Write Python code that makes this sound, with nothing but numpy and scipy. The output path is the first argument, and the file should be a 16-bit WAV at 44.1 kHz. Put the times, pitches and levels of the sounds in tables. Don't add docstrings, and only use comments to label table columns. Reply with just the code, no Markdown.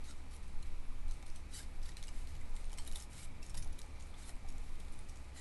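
import sys
import numpy as np
from scipy import signal
from scipy.fft import rfft, irfft
from scipy.io import wavfile
from scipy.ndimage import uniform_filter1d

SR = 44100
rng = np.random.default_rng(int(sys.argv[2]) if len(sys.argv) > 2 else 0)


def volts_from_db(level):
    exponent = np.asarray(level, float) / 20
    return 10 ** exponent


def transcribe(u):
    v = np.clip(np.atleast_2d(u).T, -1, 1)
    q = np.round(v * 32767).astype(np.int16)
    wavfile.write(sys.argv[1], SR, q)


N = 238168

# (time [s], hiss level [dB])
FINGER_PRESSURE = [(0, -67.5), (.45, -70), (.7, -69.5), (.8, -73), (1.05, -79), (1.2, -70), (1.7, -69.5),
                   (1.93, -69), (1.97, -72), (2.2, -68), (2.4, -71.5), (2.53, -67.5), (3.07, -71),
                   (3.4, -71), (3.9, -68.5), (4.4, -69), (4.9, -67.5), (5.4, -68)]


def rms_one(x):
    return x / np.sqrt(np.mean(x ** 2) + 1e-20)


def coloured(points):
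    hz = np.arange(N // 2 + 1) * SR / N + 0.1
    at, db = np.transpose(points)
    weight = volts_from_db(np.interp(np.log(hz), np.log(at), db))
    return rms_one(irfft(rfft(rng.standard_normal(N)) * weight, N))


def resonate(x, hz, width_hz):
    r = np.exp(-np.pi * width_hz / SR)
    numerator = [(1 - r * r) / 2, 0, (r * r - 1) / 2]
    denominator = [1, -2 * r * np.cos(2 * np.pi * hz / SR), r * r]
    return signal.lfilter(numerator, denominator, x)


def band(x, low_hz, high_hz):
    return signal.sosfilt(signal.butter(2, [low_hz, high_hz], "band", fs=SR, output="sos"), x)


def flutter(rate_hz):
    r = np.exp(-2 * np.pi * rate_hz / SR)
    slow = signal.lfilter([1], [1, -2 * r, r * r], rng.standard_normal(N + SR))
    return rms_one(slow[SR:])


def in_time(rows):
    s, *columns = np.transpose(rows)
    return [np.interp(np.arange(N) / SR, s, column) for column in columns]


def ventilation():
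    # (frequency [Hz], density [dB per Hz])
    room_air = [(26, -14), (48, -10.5), (85, -13), (125, -19), (220, -25.5), (380, -31.5), (710, -43.5),
                (1030, -35), (1500, -38.5), (2350, -37.5), (2850, -45), (4000, -43), (6000, -56.5),
                (11000, -84)]
    # (frequency [Hz], width [Hz], rms level [dB])
    room_tones = [(65.7, 14.7, -62), (197.2, 26.7, -71), (260.6, 12.5, -70.5), (328.7, 22, -74.5),
                  (850, 15, -83.5), (992, 12, -80.5), (1198, 108, -75.5), (2267, 300, -76.5),
                  (2456, 270, -77), (824, 230, -75.5)]
    # (time [s], rumble level [dB], draught level [dB])
    gusts = [(0.0, -47.5, -65), (0.04, -44, -65.5), (0.98, -35, -68), (1.31, -41, -66), (2.92, -37.5, -63),
             (3.01, -47, -64), (3.59, -36.5, -64.5), (4.18, -47.5, -63.5), (4.53, -39, -65.5),
             (5.02, -38.5, -66), (5.13, -46, -65.5), (5.4, -49, -64.5)]
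    # (frequency [Hz], density [dB per Hz])
    rumble_colour = [(3, -2.5), (8, 9), (17, 8.5), (27, 3.5), (42, -27), (80, -54)]
    draught_colour = [(250, -21.5), (450, 0), (850, -2.5), (1100, -12), (1800, -57)]

    air = volts_from_db(-56) * coloured(room_air)
    white = rng.standard_normal(N)
    tones = np.zeros(N)
    for hz, width_hz, db in room_tones:
        mode = resonate(resonate(white, hz, width_hz), hz, 2 * width_hz)
        tones += volts_from_db(db) * rms_one(mode)

    hum_hz = 66 + 3.51 * flutter(5.28)
    hum = volts_from_db(-54.5 + 1.43 * flutter(9.6)) * np.sin(2 * np.pi * np.cumsum(hum_hz) / SR)
    whine_hz = 2308
    whine = volts_from_db(-75.5 + 2.7 * flutter(8.3)) * np.sin(2 * np.pi * whine_hz * np.arange(N) / SR)

    rumble_db, draught_db = in_time(gusts)
    rumble = volts_from_db(rumble_db) * coloured(rumble_colour)
    draught = volts_from_db(draught_db - 4.0) * coloured(draught_colour)
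    return air + tones + whine + hum + rumble + draught


def fibres(per_s, spread_db):
    strength = volts_from_db(spread_db * np.minimum(rng.exponential(1, N), 4))
    sign = rng.choice([-1, 1], N)
    return strength * sign * (rng.random(N) < per_s / SR) + 1e-18


def card(per_s, spread_db, swell_db):
    # (frequency [Hz], width [Hz], level [dB])
    modes = [(1350, 320, -2.5), (1904, 280, 1), (2118, 200, 0), (2950, 250, -2.5), (3870, 620, 2),
             (5040, 920, 0.5), (5400, 210, 0.5), (5960, 1360, 0.5), (7820, 640, 2), (8000, 125, 0),
             (8700, 840, 2.5), (9420, 220, 0), (10140, 920, 2), (11500, 520, -2)]
    parts = np.zeros((3, N))
    breaks = fibres(per_s, spread_db)
    for k, (hz, width_hz, db) in enumerate(modes):
        part = int(hz > 2500) + int(hz > 6500)
        swell = volts_from_db(db + swell_db * flutter(6.9))
        parts[part] += (-1) ** k * swell * rms_one(resonate(breaks, hz, width_hz))
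    return [rms_one(p) for p in parts]


def hiss(parts, rows):
    mid_db, treble_db, body_db = in_time(rows)
    body, mid, treble = parts
    return volts_from_db(mid_db) * (mid + volts_from_db(treble_db) * treble + volts_from_db(body_db) * body)


def sliding():
    treble_db, body_db = -1, -3.5
    rows = [(s, db, treble_db, body_db) for s, db in FINGER_PRESSURE]
    rustle = hiss(card(per_s=9000, spread_db=2.5, swell_db=1.0), rows)
    return volts_from_db(-5 + 1.1 * flutter(36)) * rustle


def shear():
    # (entry time [s], fullest time [s], exit time [s], hiss level [dB], treble over mid [dB])
    strokes = [(0.04, 0.06, 0.098, -64, -1), (.06, 0.108, 0.13, -60.5, -3), (.31, 0.327, .38, -67, 2),
               (.4, .44, .52, -75, -1), (.64, 0.67, .69, -71.5, -2), (1.07, 1.114, 1.2, -70, 0),
               (1.262, 1.27, 1.36, -70, 0), (1.35, 1.362, 1.4, -67, -3), (1.512, 1.53, 1.65, -61.5, -1),
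               (1.527, 1.544, 1.63, -56, 3), (1.545, 1.59, 1.609, -55.5, 3.5),
               (1.62, 1.64, 1.62, -62, -1.5), (1.822, 1.86, 1.94, -65, -4), (1.968, 1.975, 2.04, -67, -1),
               (2.03, 2.038, 2.1, -68, 0), (2.117, 2.174, 2.26, -68, 2.5), (2.267, 2.29, 2.38, -67.5, 0),
               (2.335, 2.36, 2.35, -65, -4), (2.4, 2.412, 2.4, -67, -2), (2.557, 2.599, 2.64, -71, 1.5),
               (2.724, 2.73, 2.66, -64, -2), (2.776, 2.787, 2.88, -64, 3), (2.846, 2.868, 2.91, -64, -2),
               (2.912, 2.926, 2.9, -65, -1), (2.947, 2.96, 3.05, -61, 3.5), (3.106, 3.13, 3.22, -64, 2),
               (3.153, 3.196, 3.24, -59.5, 2.5), (3.2, 3.235, 3.26, -59.5, 3.5),
               (3.42, 3.43, 3.52, -66.5, 1), (3.54, 3.58, 3.6, -67.5, 2), (3.785, 3.8, 3.8, -66, -1),
               (4.004, 4.014, 4.1, -72, 0), (4.175, 4.193, 4.3, -64.5, 2), (4.19, 4.235, 4.2, -63, 1),
               (4.24, 4.288, 4.315, -62, 3), (4.478, 4.5, 4.43, -67, 5), (4.602, 4.723, 4.6, -70.5, -1),
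               (4.92, 4.94, 4.87, -69.5, 6.5), (5.352, 5.38, 5.5, -61, .6)]
    entry_db, exit_db = -7.5, -8
    fade_db_per_s = 1602
    body_at_59_db, body_loss = -7, 0.28

    s = np.arange(0, N / SR + 0.002, 0.002)
    outline_db = np.array([-fade_db_per_s / 10, entry_db, 0, exit_db, -fade_db_per_s / 5])
    swells = []
    for entry, fullest, leave, db, _ in strokes:
        corners = [entry - 0.1, entry, fullest, leave, leave + 0.1]
        swells.append(np.interp(s, corners, db + outline_db))
    level_db = np.max(swells, axis=0)

    _, fullest, _, db, treble_db = np.transpose(strokes)
    body_db = body_at_59_db - body_loss * (db + 59.0)
    rows = np.transpose([s, level_db, np.interp(s, fullest, treble_db), np.interp(s, fullest, body_db)])
    stick_slip = volts_from_db(0.85 * flutter(66))
    return stick_slip * hiss(card(per_s=9000, spread_db=3.0, swell_db=0.5), rows)


def singing():
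    # (time [s], length [s], frequency [Hz], rms level [dB])
    blade_tones = [(.04, 0.033, 4200, -72), (0.067, 0.055, 3880, -70), (.075, 0.05, 8400, -67.5),
                   (.07, .04, 6700, -69), (0.08, 0.043, 1405, -67), (.335, .04, 10250, -72),
                   (1.086, .04, 4050, -70), (1.354, 0.019, 8500, -66), (1.355, .025, 6000, -71),
                   (1.527, .045, 3920, -62), (1.533, 0.045, 4640, -61), (1.542, 0.056, 7730, -61),
                   (1.532, .03, 9250, -62), (1.559, .045, 10100, -63), (1.565, 0.054, 5120, -65.5),
                   (1.543, 0.015, 1880, -64), (1.589, 0.021, 1610, -60.5), (1.538, 0.064, 3080, -67),
                   (1.57, 0.04, 11300, -63), (1.885, 0.011, 1890, -60), (1.965, 0.0079, 1900, -67),
                   (1.975, .02, 2950, -69), (2.077, 0.019, 2850, -63), (2.41, 0.017, 2070, -64),
                   (2.562, 0.015, 2100, -66), (2.59, 0.027, 8800, -73), (2.64, 0.023, 8900, -70),
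                   (2.783, 0.028, 3160, -64), (2.784, 0.022, 4400, -61), (2.784, 0.011, 5480, -59),
                   (2.782, .012, 8160, -54), (2.871, .012, 9200, -58), (2.95, .015, 2060, -73),
                   (3.171, 0.22, 2273, -73), (3.175, .02, 8800, -66), (3.422, .015, 2660, -64),
                   (3.55, .01, 8400, -65), (3.572, 0.012, 1980, -62.5), (3.576, .03, 10200, -62),
                   (3.575, 0.026, 3750, -68), (3.618, 0.024, 9150, -63), (4.141, 0.016, 3460, -68),
                   (1.54, 0.051, 5900, -66), (4.234, 0.033, 3630, -71), (4.239, 0.064, 10240, -69),
                   (4.265, .025, 8850, -70), (4.27, .03, 10200, -68), (4.289, 0.0088, 1830, -61),
                   (5.356, 0.082, 1935, -66), (5.359, 0.077, 4020, -68), (5.362, 0.035, 7240, -65)]
    # (time [s], length [s], frequency [Hz], rms level [dB])
    table_hums = [
        (3.12, 0.15, 78, -62),
        (3.28, 0.12, 95, -59.5),
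        (3.47, 0.1, 104, -59),
        (3.55, 0.12, 89, -57),
        (2.3, 0.14, 68, -57),
    ]
    rise = 0.15
    size = 6000
    out = np.zeros(N + SR)
    for s, length_s, hz, db in blade_tones + table_hums:
        u = np.arange(size) / SR / max(length_s, 0.004)
        rub = rng.standard_normal(size) * np.sqrt(np.interp(u, [0, rise, 1], [0, 1, 0]))
        width_hz = 49 + 25.2 * hz / 1000
        tone = resonate(resonate(rub, hz, width_hz), hz, 2 * width_hz)
        i = round(s * SR)
        out[i:i + size] += volts_from_db(db) * rms_one(tone) * np.sqrt(length_s * SR / size)
    return out[:N]


def tear(length_ms, peak_db, size=1400, lead=256):
    t = (np.arange(size) - lead) / SR
    decay_s = max(length_ms, 0.3) / 1000
    rise_s = 0.00083 + 0.27 * decay_s * np.clip((-41 - peak_db) / 8, 0.05, 1)
    shape = np.exp(np.where(t < 0, t / rise_s, -t / (0.92 * decay_s)))
    return rng.standard_normal(size) * volts_from_db(2.0 * rng.standard_normal(size)) * shape


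def add(out, s, peak_db, burst, lead=256):
    i = round(s * SR) - lead
    crest = 2 * np.sqrt(uniform_filter1d(burst ** 2, size=48).max())
    out[i:i + len(burst)] += volts_from_db(peak_db) * burst / crest


def strays():
    count, over_slide_db, spread_db = 8, 9, -1
    when, size, pitch = rng.random((count, 3)).T
    s = 0.01 + when * (N / SR - 0.02)
    db = np.interp(s, *np.transpose(FINGER_PRESSURE)) + over_slide_db - spread_db * np.log(size)
    return list(zip(s, np.minimum(db, -53), 3300 * 3.1 ** pitch))


def ticks():
    # (time [s], peak level [dB], ring frequency [Hz])
    brief_ticks = [(0.043, -47, 4140), (0.051, -51, 4250), (.109, -44, 4020), (.312, -53, 9500),
                   (.358, -49, 10300), (0.365, -46, 10300), (.43, -54, 8500), (.481, -52, 8000),
                   (1.082, -48, 8700), (1.092, -53, 4100), (1.122, -49, 6000), (1.141, -48, 8600),
                   (1.227, -43.5, 2350), (1.264, -45.5, 8600), (1.267, -45, 4090), (1.281, -48, 9500),
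                   (1.301, -47, 5500), (1.83, -44, 5530), (1.8345, -43, 5000), (1.919, -46, 3480),
                   (2.072, -43, 7700), (2.2732, -42.5, 3960), (2.354, -45, 3200), (2.413, -47, 7500),
                   (2.458, -53, 8000), (2.495, -51, 8800), (2.644, -46, 3200), (2.654, -50, 8900),
                   (2.705, -46, 3450), (2.739, -42, 6070), (2.822, -47, 6500), (2.85, -44, 10400),
                   (2.949, -44, 3800), (3.103, -53, 9500), (3.4643, -43, 6630), (3.646, -42, 10340),
                   (3.676, -47, 9300), (3.728, -46, 9800), (3.8, -49, 6800), (3.864, -54, 8700),
                   (4.0, -47, 6500), (4.009, -46, 3900), (4.0248, -43.5, 6720), (4.033, -56, 9000),
                   (4.07, -53, 10500), (4.103, -53, 9000), (4.142, -47.5, 3380), (4.503, -44, 6540),
                   (4.524, -48, 7000), (4.582, -44.5, 7100), (4.8005, -44, 8690), (4.805, -45, 3870),
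                   (4.924, -47, 9600), (4.941, -49, 9500), (4.991, -43, 9300), (5.159, -47, 6500),
                   (5.172, -48, 7480),
                   (.3506, -48, 10250), (.4335, -54, 3960), (.439, -54, 2330), (.6607, -53, 4180),
                   (.9578, -55, 2930), (1.1193, -51, 4090), (1.8173, -52, 3750), (1.86, -45, 4090),
                   (2.3651, -48, 4390), (2.5554, -49, 8700), (2.6107, -52, 8900), (2.6964, -48, 3570),
                   (2.8715, -45, 7000), (3.0317, -48, 10100), (3.4885, -50, 5512), (3.7321, -48, 6070),
                   (3.7875, -47, 9000), (3.861, -51, 2070), (4.0057, -49, 6680), (4.3567, -53, 8800),
                   (4.3656, -52, 2150), (4.7562, -49, 2894), (4.8498, -52, 3570), (4.8834, -49, 3400),
                   (5.089, -46, 8180), (5.1996, -54, 2240), (5.2115, -55, 4000)]
    out = np.zeros(N + 2048)
    for s, peak_db, hz in brief_ticks + strays():
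        release = tear(1.86, peak_db)
        ring = volts_from_db(9.5) * resonate(release, hz, 520)
        add(out, s, peak_db - 4.5, band(release, 1800, 11400) + ring)
    return out[:N]


def snaps():
    # (time [s], peak level [dB], low ring [Hz], high ring [Hz], treble over mid [dB])
    bites = [(1.1112, -46.5, 4160, 6060, -1), (1.857, -49, 4550, 8650, -6), (1.861, -51, 4130, 10200, 5),
             (1.97, -37.5, 4040, 8000, -25), (2.0277, -39.5, 4030, 5600, -3), (2.0352, -49, 4400, 9260, -8),
             (2.0392, -43, 5600, 6870, -11), (2.0823, -43, 5060, 7700, -4), (2.719, -48.5, 5600, 8830, 7),
             (2.731, -41.5, 3060, 7000, 4), (2.866, -47, 2950, 7500, -1), (2.9149, -44, 3980, 7280, -1),
             (2.925, -40.5, 5000, 10500, 5), (2.9597, -35.5, 3820, 9050, -4), (2.972, -41, 3870, 10700, 12),
             (3.0017, -41, 3940, 6600, 16), (3.0235, -41.5, 5400, 10000, 5), (3.497, -44.5, 2180, 8300, 4),
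             (3.545, -44, 3870, 6260, -8), (3.5522, -42.5, 4870, 8420, -5), (3.594, -51, 5730, 10100, 11),
             (3.791, -39.5, 3900, 10200, 3), (3.817, -41, 3870, 5700, 0), (4.2936, -44, 1830, 8600, -1)]
    # (time [s], peak level [dB], low ring [Hz], high ring [Hz], tear length [ms])
    rips = [(.338, -52, 4200, 10140, 5.4), (.6277, -48, 4090, 7000, 3.9), (1.3605, -45.5, 4000, 8500, 2.3),
            (1.885, -50, 5500, 10400, 4), (1.891, -44, 4620, 7200, 5.1), (1.9765, -51, 3950, 7900, 4.3),
            (2.0887, -45, 2330, 5830, 3.5), (2.5643, -45, 3730, 7200, 5.4), (2.7765, -47, 5400, 8300, 2.5),
            (2.7844, -38, 3040, 7340, 4.1), (2.876, -38.5, 3860, 10700, 2.7), (2.883, -50, 4000, 9110, 3.3),
            (2.932, -47, 3040, 10500, 6.1), (2.9567, -37.5, 3500, 9700, 7.5), (2.987, -52, 6200, 8800, 1.5),
            (3.012, -47, 6500, 9900, 1.5), (3.037, -50, 3360, 10620, 2.3), (3.18, -49, 2230, 8950, 8.4),
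            (3.429, -45.5, 5500, 7460, 4.4), (3.503, -47, 5340, 7540, 3.9), (3.5727, -42, 5560, 10000, 8.4),
            (3.577, -39, 5000, 9900, 6), (3.625, -44.5, 5630, 6000, 7.5), (4.488, -48, 5497, 7200, 4.5),
            (5.095, -47.5, 5630, 8340, 6.8), (5.368, -58, 4060, 8000, 8)]
    # (frequency [Hz], width [Hz], level [dB])
    steel_modes = [(3040, 68, -10), (4090, 190, 5), (5400, 280, 5), (8300, 100, 5), (10700, 330, 4)]
    steel_spread_db = 3.5

    cracks = []
    for s, peak_db, low_hz, high_hz, treble_db in bites:
        length_ms = 0.56 + 0.22 * (-38 - peak_db)
        cracks.append((s, peak_db, low_hz, high_hz, treble_db, length_ms))
    for s, peak_db, low_hz, high_hz, length_ms in rips:
        treble_db = -1 + 7 * np.log2(high_hz / 8000)
        cracks.append((s, peak_db, low_hz, high_hz, treble_db, length_ms))

    out = np.zeros(N + 2048)
    for s, peak_db, low_hz, high_hz, treble_db, length_ms in cracks:
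        crack = tear(length_ms, peak_db)
        low = band(crack, 1560, 7800) + volts_from_db(14) * resonate(crack, low_hz, 230)
        high = volts_from_db(-4.0) * band(crack, 4900, 11000) + volts_from_db(6.0) * resonate(crack, high_hz, 590)
        steel = np.zeros(len(crack))
        for hz, width_hz, db in steel_modes:
            strike = volts_from_db(db + steel_spread_db * rng.standard_normal())
            steel += strike * resonate(crack, hz, width_hz)
        burst = rms_one(low) + volts_from_db(treble_db) * rms_one(high) + volts_from_db(-11.5) * rms_one(steel)
        add(out, s, peak_db, burst)
    return out[:N]


def knocks():
    # (time [s], peak level [dB], ring frequency [Hz])
    contacts = [(.918, -56, 1030), (1.225, -55, 786), (2.543, -57, 850), (2.597, -58, 560),
                (2.727, -51, 850), (2.786, -53, 885), (2.956, -53, 826), (3.011, -57, 850),
                (3.544, -47, 910), (3.551, -58, 700), (3.576, -60, 550), (3.659, -55, 730),
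                (3.839, -54, 845.5), (4.101, -55.5, 755), (4.144, -57, 865), (4.292, -53, 690),
                (4.445, -53.5, 790), (4.542, -60, 797), (4.794, -60, 795)]
    size = 4096
    out = np.zeros(N + size)
    t = np.arange(size) / SR
    envelope = (1 - np.exp(-t / 0.00051)) * np.exp(-t / 0.0082)
    for s, peak_db, hz in contacts:
        puff = rng.standard_normal(size) * envelope
        thud = resonate(puff, hz, 71) + 0.024 * band(puff, 330, 2000)
        i = round(s * SR)
        out[i:i + size] += volts_from_db(peak_db) * thud / np.abs(thud).max()
    return out[:N]


def room(x):
    t60_s = 0.2
    t = np.arange(SR // 2) / SR
    tail = rng.standard_normal(len(t)) * volts_from_db(-60 * t / t60_s) * (t > 0.003)
    return signal.fftconvolve(x, tail / np.sqrt(np.sum(tail ** 2)))[:N]


def scene():
    hands = sliding() + shear() + singing() + ticks() + snaps() + knocks()
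    reflections = volts_from_db(-8.5) * room(hands)
    return (hands + reflections + ventilation())[None]


def roll_off(x):
    return signal.sosfilt(signal.butter(12, 12240, fs=SR, output="sos"), x)


def record(dry):
    edges_hz = [11650, 11900, 12200]
    dull = signal.sosfilt(signal.butter(6, 11600, fs=SR, output="sos"), dry)
    hz = np.arange(N // 2 + 1) * SR / N
    below = [irfft(rfft(dull) * (hz < edge), N) for edge in edges_hz]

    gate = uniform_filter1d(rng.random(N // 1024 + 1), size=2)
    gate = np.repeat(gate, 1024)[:N]
    first, second = [uniform_filter1d(1.0 * (gate > share), size=512) for share in (0.36, 0.66)]
    mix = below[0] + first * (below[1] - below[0]) + second * (below[2] - below[1])
    return roll_off(mix)


dry = scene()
out = record(dry)
transcribe(out)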